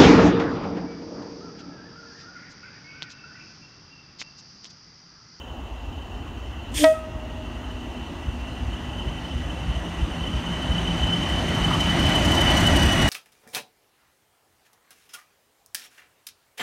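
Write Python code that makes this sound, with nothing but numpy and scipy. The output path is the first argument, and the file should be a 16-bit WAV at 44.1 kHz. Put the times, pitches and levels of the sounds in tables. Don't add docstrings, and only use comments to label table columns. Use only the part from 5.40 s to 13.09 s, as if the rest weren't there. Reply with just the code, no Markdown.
import sys
import numpy as np
from scipy import signal
from scipy.fft import rfft, irfft, next_fast_len
from scipy.io import wavfile
from scipy.ndimage import uniform_filter1d

SR = 44100
rng = np.random.default_rng(int(sys.argv[2]) if len(sys.argv) > 2 else 0)


def generate_wav(sig):
    pcm = np.round(np.clip(np.atleast_2d(sig).T, -1, 1) * 32767).astype(np.int16)
    wavfile.write(sys.argv[1], SR, pcm)


N = 339129


def amp(db):
    return 10 ** (np.asarray(db) / 20)


def evened(x):
    return x / np.sqrt(np.mean(x ** 2) + 1e-20)


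def colour(points, hz):
    f, db = np.transpose(points)
    return np.interp(np.log(hz + 1), np.log(f + 1), db)


def curves(rows):
    s, *columns = np.transpose(rows)
    t = np.arange(N) / SR
    return [np.interp(t, s, c) for c in columns]


def noise(points):
    size = next_fast_len(N)
    gain = amp(colour(points, np.fft.rfftfreq(size, 1 / SR)))
    white = rfft(rng.standard_normal(size))
    return evened(irfft(white * gain, size)[:N])


def whine(hz, width_hz, steady=0.):
    r = np.exp(-np.pi * width_hz / SR)
    slow = signal.lfilter([1], [1, -2 * r, r * r], rng.standard_normal((2, N), dtype=np.float32))
    blur = steady + evened(slow[0]) + 1j * evened(slow[1])
    carrier = np.exp(2j * np.pi * np.cumsum(hz * np.ones(N)) / SR)
    return evened((blur * carrier).real)


def above(x, hz):
    return signal.lfilter(*signal.butter(2, hz, "high", fs=SR), x)


def level(db, waver_db, per_s=3.7):
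    rates, t = np.geomspace(.3, per_s, 16), np.arange(0, N, 256) / SR
    slow = evened(np.sin(2 * np.pi * (t[:, None] * rates + rng.random(16))).sum(1))
    return amp(db + waver_db * np.interp(np.arange(N) / SR, t, slow))


def between(ends_db, near):
    return ends_db[0] + near * (ends_db[1] - ends_db[0])


SPEED_M_S, TRACK_M = 10.5, 5.5
EXHAUST_PASS_S, REAR_PASS_S, WHEELS_PASS_S = 7.65, 9.6, 7.31


def approach(pass_s, t=None):
    along = SPEED_M_S * (pass_s - (np.arange(N) / SR if t is None else t))
    metres = np.hypot(along, TRACK_M)
    near = np.clip(np.log(metres[0] / metres) / np.log(metres[0] / TRACK_M), 0, 1)
    doppler = (343 - SPEED_M_S) / (343 - SPEED_M_S * along / metres)
    return near, doppler


CYCLE_HZ, CYCLE_START_S = 3.911, 6.6
FIRINGS_DB = [0., -9., 0., -2., -10., -1., -9., -12.]
WHISTLE_FIRINGS_DB = [-2., -9., 0., -7., -7., -1., -9., -14.]


def firing(pattern_db, puff=.21, spread_db=1.2):
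    turns = (np.arange(N) / SR - CYCLE_START_S) * CYCLE_HZ * len(pattern_db) + .5
    which = np.floor(turns).astype(int)
    chance = rng.standard_normal(which[-1] - which[0] + 1)[which - which[0]]
    strength = amp(np.array(pattern_db)[which % len(pattern_db)] + spread_db * chance)
    return strength * np.exp(-.5 * ((turns % 1 - .5) / puff) ** 2)


ROAR_DB = (-39.5, -18.5)
BUILD_UP, BRIGHTEN = 1.083, 0.61
SURGE_S, SURGE_DB, SURGE_RISE_S = 5.16, 2, 0.14
# frequency in Hz, level in dB per Hz.
ROAR_FAR = [(53, -65), (90, 1), (165, -10.5), (264, -3), (484, -12.5), (904, -11.5), (1690, -24),
            (1920, -24), (2280, -30), (2960, -20), (3440, -29), (4960, -38), (6850, -36), (7800, -48.5),
            (15600, -78)]
# frequency in Hz, level in dB per Hz.
ROAR_NEAR = [(26, -26), (53, 7.5), (90, -1), (321, -5.5), (453, -20), (613, -10), (1280, -17), (1920, -16),
             (2600, -19.5), (2960, -24.5), (3370, -22), (4960, -30), (5890, -31.5), (7630, -36),
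             (9070, -40.5), (15600, -56)]


def roar(puffs):
    frames, hz = N // 512 + 5, np.fft.rfftfreq(2048, 1 / SR)
    bright = approach(WHEELS_PASS_S, np.arange(frames) * 512 / SR)[0] ** BRIGHTEN
    real, imaginary, patches = rng.standard_normal((frames, 1025, 3)).T
    patches = evened(uniform_filter1d(uniform_filter1d(patches, 20, 0), 6, 1))
    far_db, near_db = colour(ROAR_FAR, hz)[:, None], colour(ROAR_NEAR, hz)[:, None]
    field = amp((1 - bright) * far_db + bright * near_db)
    field /= np.sqrt((field ** 2).mean(0))
    grid = (real + 1j * imaginary) * field * amp(1.3 * patches)
    flat = evened(signal.istft(grid, nperseg=2048, noverlap=1536)[1][:N])
    near = approach(WHEELS_PASS_S)[0]
    surge_db = SURGE_DB * .5 * np.tanh((np.arange(N) / SR - SURGE_S) / SURGE_RISE_S)
    direct = near ** 1.5 * puffs
    hissing = direct * (1.3 * above(flat, 4000) + 3.2 * above(flat, 10000))
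    return amp(between(ROAR_DB, near ** BUILD_UP) + surge_db) * (flat + hissing)


RUMBLE_DB, RUMBLE_WAVER_DB = (-37, -24.5), 1.2
THUD_HZ, THUD_S = 62.2, 0.017
# frequency in Hz, level in dB per Hz.
RUMBLE_COLOUR = [(12, -59), (20, -35), (24, -16), (35, -6), (54, 6), (71, 2.5), (97, -4.5), (120, -11.5),
                 (160, -45), (260, -120)]
# middle of the thud in seconds, peak level in dB (roughly).
THUDS = [(.81, -34), (.971, -28.5), (1.37, -22.5), (1.762, -23), (2.887, -18.5), (3.235, -23), (3.489, -31),
         (3.678, -17.5), (3.959, -18), (4.299, -18), (4.371, -20), (4.632, -14.5), (4.958, -17),
         (5.311, -14.5), (5.642, -20), (5.978, -22)]


def rumble():
    near = approach(EXHAUST_PASS_S)[0]
    out = level(between(RUMBLE_DB, near), RUMBLE_WAVER_DB) * noise(RUMBLE_COLOUR)
    t = np.arange(-3000, 3000) / SR
    turn = 2 * np.pi * THUD_HZ * t * (1 - 3 * t)
    thud = np.exp(-(t / THUD_S) ** 2) * (np.sin(turn) + 0.27 * np.sin(2 * turn))
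    for s, db in THUDS:
        out[round(s * SR) - 3000:][:len(t)] += amp(db) * thud
    return out


WHISTLE_HZ, REAR_WHISTLE_HZ = 3032, 2898
WHISTLE_WAVER_DB, REAR_WHISTLE_DB = 1.5, (-61, -33.5)
WHINES_GROW = 0.7
# time in seconds, level in dB.
WHISTLE = [(0, -46), (.4, -57.5), (1.2, -49.5), (1.8, -65), (2.3, -47), (3, -57), (3.5, -46.5),
           (4.7, -43.5), (4.9, -37), (5.4, -34.5), (6.5, -29), (6.8, -26.5), (7.7, -25.5)]
# pitch in Hz, blur width in Hz, level far off in dB, level near in dB.
WHINES = [(1960, 87, -67.5, -34), (2727, 134, -56.5, -44), (6060, 310, -78, -40.5), (7020, 360, -76, -67),
          (8780, 1600, -78.5, -44.5), (11500, 1000, -87, -57)]
# time in seconds, level of the lower in dB, of the upper in dB.
HUMS = [(0, -61, -59.5), (2.1, -58, -44.5), (3.5, -45, -42.5), (4.2, -40, -45.5), (5.75, -29.5, -43),
        (5.95, -37.5, -51), (6.4, -28, -42), (7.7, -34.5, -31.5)]
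# pitch in Hz, lower first.
HUM_HZ = [171.0, 244.8]


def turbines(puffs):
    near, doppler = approach(EXHAUST_PASS_S)
    near = near ** WHINES_GROW
    whistle = evened(.3 + puffs) * whine(WHISTLE_HZ * doppler, 90., steady=.9)
    out = level(curves(WHISTLE)[0], WHISTLE_WAVER_DB) * whistle
    rear_doppler = approach(REAR_PASS_S)[1]
    out += amp(between(REAR_WHISTLE_DB, near)) * whine(REAR_WHISTLE_HZ * rear_doppler, 57.0, steady=0.51)
    for hz, width_hz, far_db, near_db in WHINES:
        out += amp(between((far_db, near_db), near)) * (1 + 0.43 * puffs) * whine(hz * doppler, width_hz)
    for hz, db in zip(HUM_HZ, curves(HUMS)):
        out += amp(db) * whine(hz * doppler, 30., steady=1.5)
    return out


OPEN_S, SHUT_S = 1.341, 1.522
LEAK_DB, LEAK_S = -54, 0.023
AIR_START_DB, AIR_FULL_DB, AIR_SWELL_S, AIR_SAG_DB_S = -38.5, -26.5, 0.038, 52
AIR_SPENT_DB, AIR_FADE_DB_S = -29.5, 174
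LOW_DB, LOW_GROW_DB_S, LOW_DIE_DB_S, LOW_HZ, LOW_SAG_HZ_S = -13.5, 403, 520, 312.7, 168
OCTAVE_HZ, OCTAVE_BEFORE_DB, OCTAVE_DB, OCTAVE_GROW_DB_S = 633, -22.5, -8.5, 500
HOLD_S, OCTAVE_FADE_DB_S, OCTAVE_DIE_DB_S = .03, 123, 560
RING_ON_DB, RING_ON_DB_S = -26, 57
SCOOP = .06
# frequency in Hz, level in dB per Hz.
HORN_AIR = [(710, -52), (1200, -26), (1750, -4), (2120, -2.5), (2920, -2), (3220, 5), (3700, -6),
            (3900, -8), (4580, -5), (7110, -3), (7830, -8), (8530, -1), (10200, -9.5), (14300, -21),
            (15600, -29)]
# pitch in Hz, blur width in Hz, level in dB relative to the air noise.
VALVE = [(3450, 450, -7), (8600, 500, -11), (11250, 600, -17), (14200, 1500, -18), (450, 40, -19)]
# pitch in Hz, starting level in dB, time in seconds to fade by 60 dB.
HORN_MODES = [(935, -18, .12), (1268, -21.5, .26), (1575, -24.5, .11), (1903, -17.5, .21),
              (2215, -23.5, .09), (2535, -34, .4), (2880, -28.5, .07), (3170, -26.5, .07),
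              (3490, -30.5, .06)]
# time in seconds, peak level in dB, dullness in seconds (at least one sample is used).
SLAPS = [(1.4395, -13, .00011), (1.4428, -5, .00006), (1.446, -8, .00007), (1.592, -37, .000016)]
FIRST_SLAP_S = SLAPS[0][0]


def horn():
    t = np.arange(N) / SR
    late, opened = t - FIRST_SLAP_S, t - OPEN_S
    sharp = -.012 * .025 * np.exp(-np.maximum(late, 0) / .025)

    low_db = LOW_DB + np.minimum(LOW_GROW_DB_S * late, -LOW_DIE_DB_S * late)
    low_turn = 2 * np.pi * (LOW_HZ - LOW_SAG_HZ_S * opened / 2) * opened
    low = np.sqrt(2) * amp(uniform_filter1d(low_db, 900)) * np.sin(low_turn)

    ringing_db = OCTAVE_DB - OCTAVE_FADE_DB_S * np.maximum(late - HOLD_S, 0)
    ringing_db -= OCTAVE_DIE_DB_S * np.maximum(t - SHUT_S, 0)
    ringing_db = np.maximum(ringing_db, RING_ON_DB - RING_ON_DB_S * late)
    growing_db = OCTAVE_BEFORE_DB + OCTAVE_GROW_DB_S * late
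    octave_db = uniform_filter1d(np.where(late < 0, growing_db, ringing_db), 200)
    octave_turn = 2 * np.pi * OCTAVE_HZ * (t + sharp - SCOOP * np.minimum(late, 0))
    octave = np.sqrt(2) * amp(octave_db) * np.sin(octave_turn)

    swelling_db = AIR_START_DB + (AIR_FULL_DB - AIR_START_DB) * np.clip(opened / AIR_SWELL_S, 0, 1)
    swelling_db -= AIR_SAG_DB_S * np.maximum(opened - AIR_SWELL_S, 0)
    air_db = np.where(late < .008, swelling_db, AIR_SPENT_DB - AIR_FADE_DB_S * late)
    leak = (t > OPEN_S - LEAK_S) * amp(LEAK_DB)
    air_gain = uniform_filter1d(np.where(t > OPEN_S, amp(air_db), leak), size=90)
    air = noise(HORN_AIR) + sum(amp(db) * whine(hz, width_hz) for hz, width_hz, db in VALVE)
    out = low + octave + air_gain * air

    since, first = np.arange(SR // 2) / SR, round(FIRST_SLAP_S * SR)
    bent = since + sharp[first:][:len(since)]
    ring = sum(amp(db - 60 * since / t60) * np.sin(2 * np.pi * hz * bent) for hz, db, t60 in HORN_MODES)
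    out[first:][:len(since)] += np.sqrt(2) * ring * (1 - np.exp(-since / .003))
    for s, db, dull in SLAPS:
        u = (since[:200] - .001) / max(dull, 1 / SR)
        out[round((s - .001) * SR):][:200] -= amp(db) * u * np.exp(.5 - .5 * u ** 2)
    return out


# delay in seconds, level in dB, strongest frequency in Hz, width in Hz.
ECHOES = [(0.098, -6.5, 1270, 120), (.11, -28.5, 650, 200), (.16, -45, 1895, 200), (.26, -31, 980, 1190)]


def woods(x, t60=2.8, tail_db=-14.5, low_hz=900., high_hz=1600.):
    t, out = np.arange(2 * SR) / SR, np.zeros(N)
    for delay, db, hz, width_hz in ECHOES:
        band = signal.iirpeak(hz, hz / width_hz, SR)
        echo = signal.lfilter(*band, signal.lfilter(*band, x))
        out[round(delay * SR):] += amp(db) * echo[:N - round(delay * SR)]
    tail = rng.standard_normal(len(t)) * amp(-60 * t / t60) * (1 - np.exp(-t / 0.028))
    tail *= amp(tail_db) / np.linalg.norm(tail)
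    tail = signal.lfilter(*signal.butter(1, [low_hz, high_hz], "band", fs=SR), tail)
    start = FIRST_SLAP_S * SR
    flat = np.interp(start + (np.arange(N) - start) * .987, np.arange(N), x)
    return out + signal.oaconvolve(.3 * x + flat, tail)[:N]


SQUEAK_S = .014
# middle of the chirp in seconds, level in dB before the slips roughen it, pitch in Hz.
SQUEAKS = [(6.28, -32, 1130), (6.31, -31, 1000), (6.312, -30, 1250), (6.34, -30, 1230), (6.355, -32, 1150),
           (6.385, -35, 1300)]


def flange():
    out, t = np.zeros(N), np.arange(-2000, 2000) / SR
    for s, db, hz in SQUEAKS:
        slips = 1 + .8 * evened(uniform_filter1d(rng.standard_normal(len(t)), 120))
        chirp = np.exp(-2 * (t / SQUEAK_S) ** 2) * np.sin(2 * np.pi * hz * t)
        out[round(s * SR) - 2000:][:len(t)] += amp(db) * slips * chirp
    return out


def scene():
    toot = horn()
    engines = roar(firing(FIRINGS_DB)) + rumble() + turbines(firing(WHISTLE_FIRINGS_DB, .26))
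    return (engines + flange() + toot + woods(toot))[None]


HISS_DB, EDGE_HZ = -67.5, 15720
DUCK_FROM_DB, DUCK_SHARE, MEMORY_FALL_DB_S = -17, .3, 18
# frequency in Hz, level in dB per Hz.
HISS = [(2000, -30), (6000, -3), (10000, -1), (15700, 3.5)]


def record(dry):
    wet = above(dry + amp(HISS_DB) * noise(HISS), 28)
    power_db = 10 * np.log10(abs(uniform_filter1d(wet[0] ** 2, size=600)) + 1e-12)
    fall = np.arange(N) * MEMORY_FALL_DB_S / SR
    remembered_db = np.maximum.accumulate(power_db + fall) - fall
    over_db = np.maximum(remembered_db - DUCK_FROM_DB, 0)
    wet = wet / amp(DUCK_SHARE * uniform_filter1d(over_db, size=600, origin=290))
    wet = 1.3 * np.tanh(wet / 1.3)
    band_limit = signal.firwin(1023, EDGE_HZ, window=("kaiser", 9), fs=SR)
    return signal.oaconvolve(wet, band_limit[None], "same")


dry = scene()
out = record(dry)
generate_wav(out)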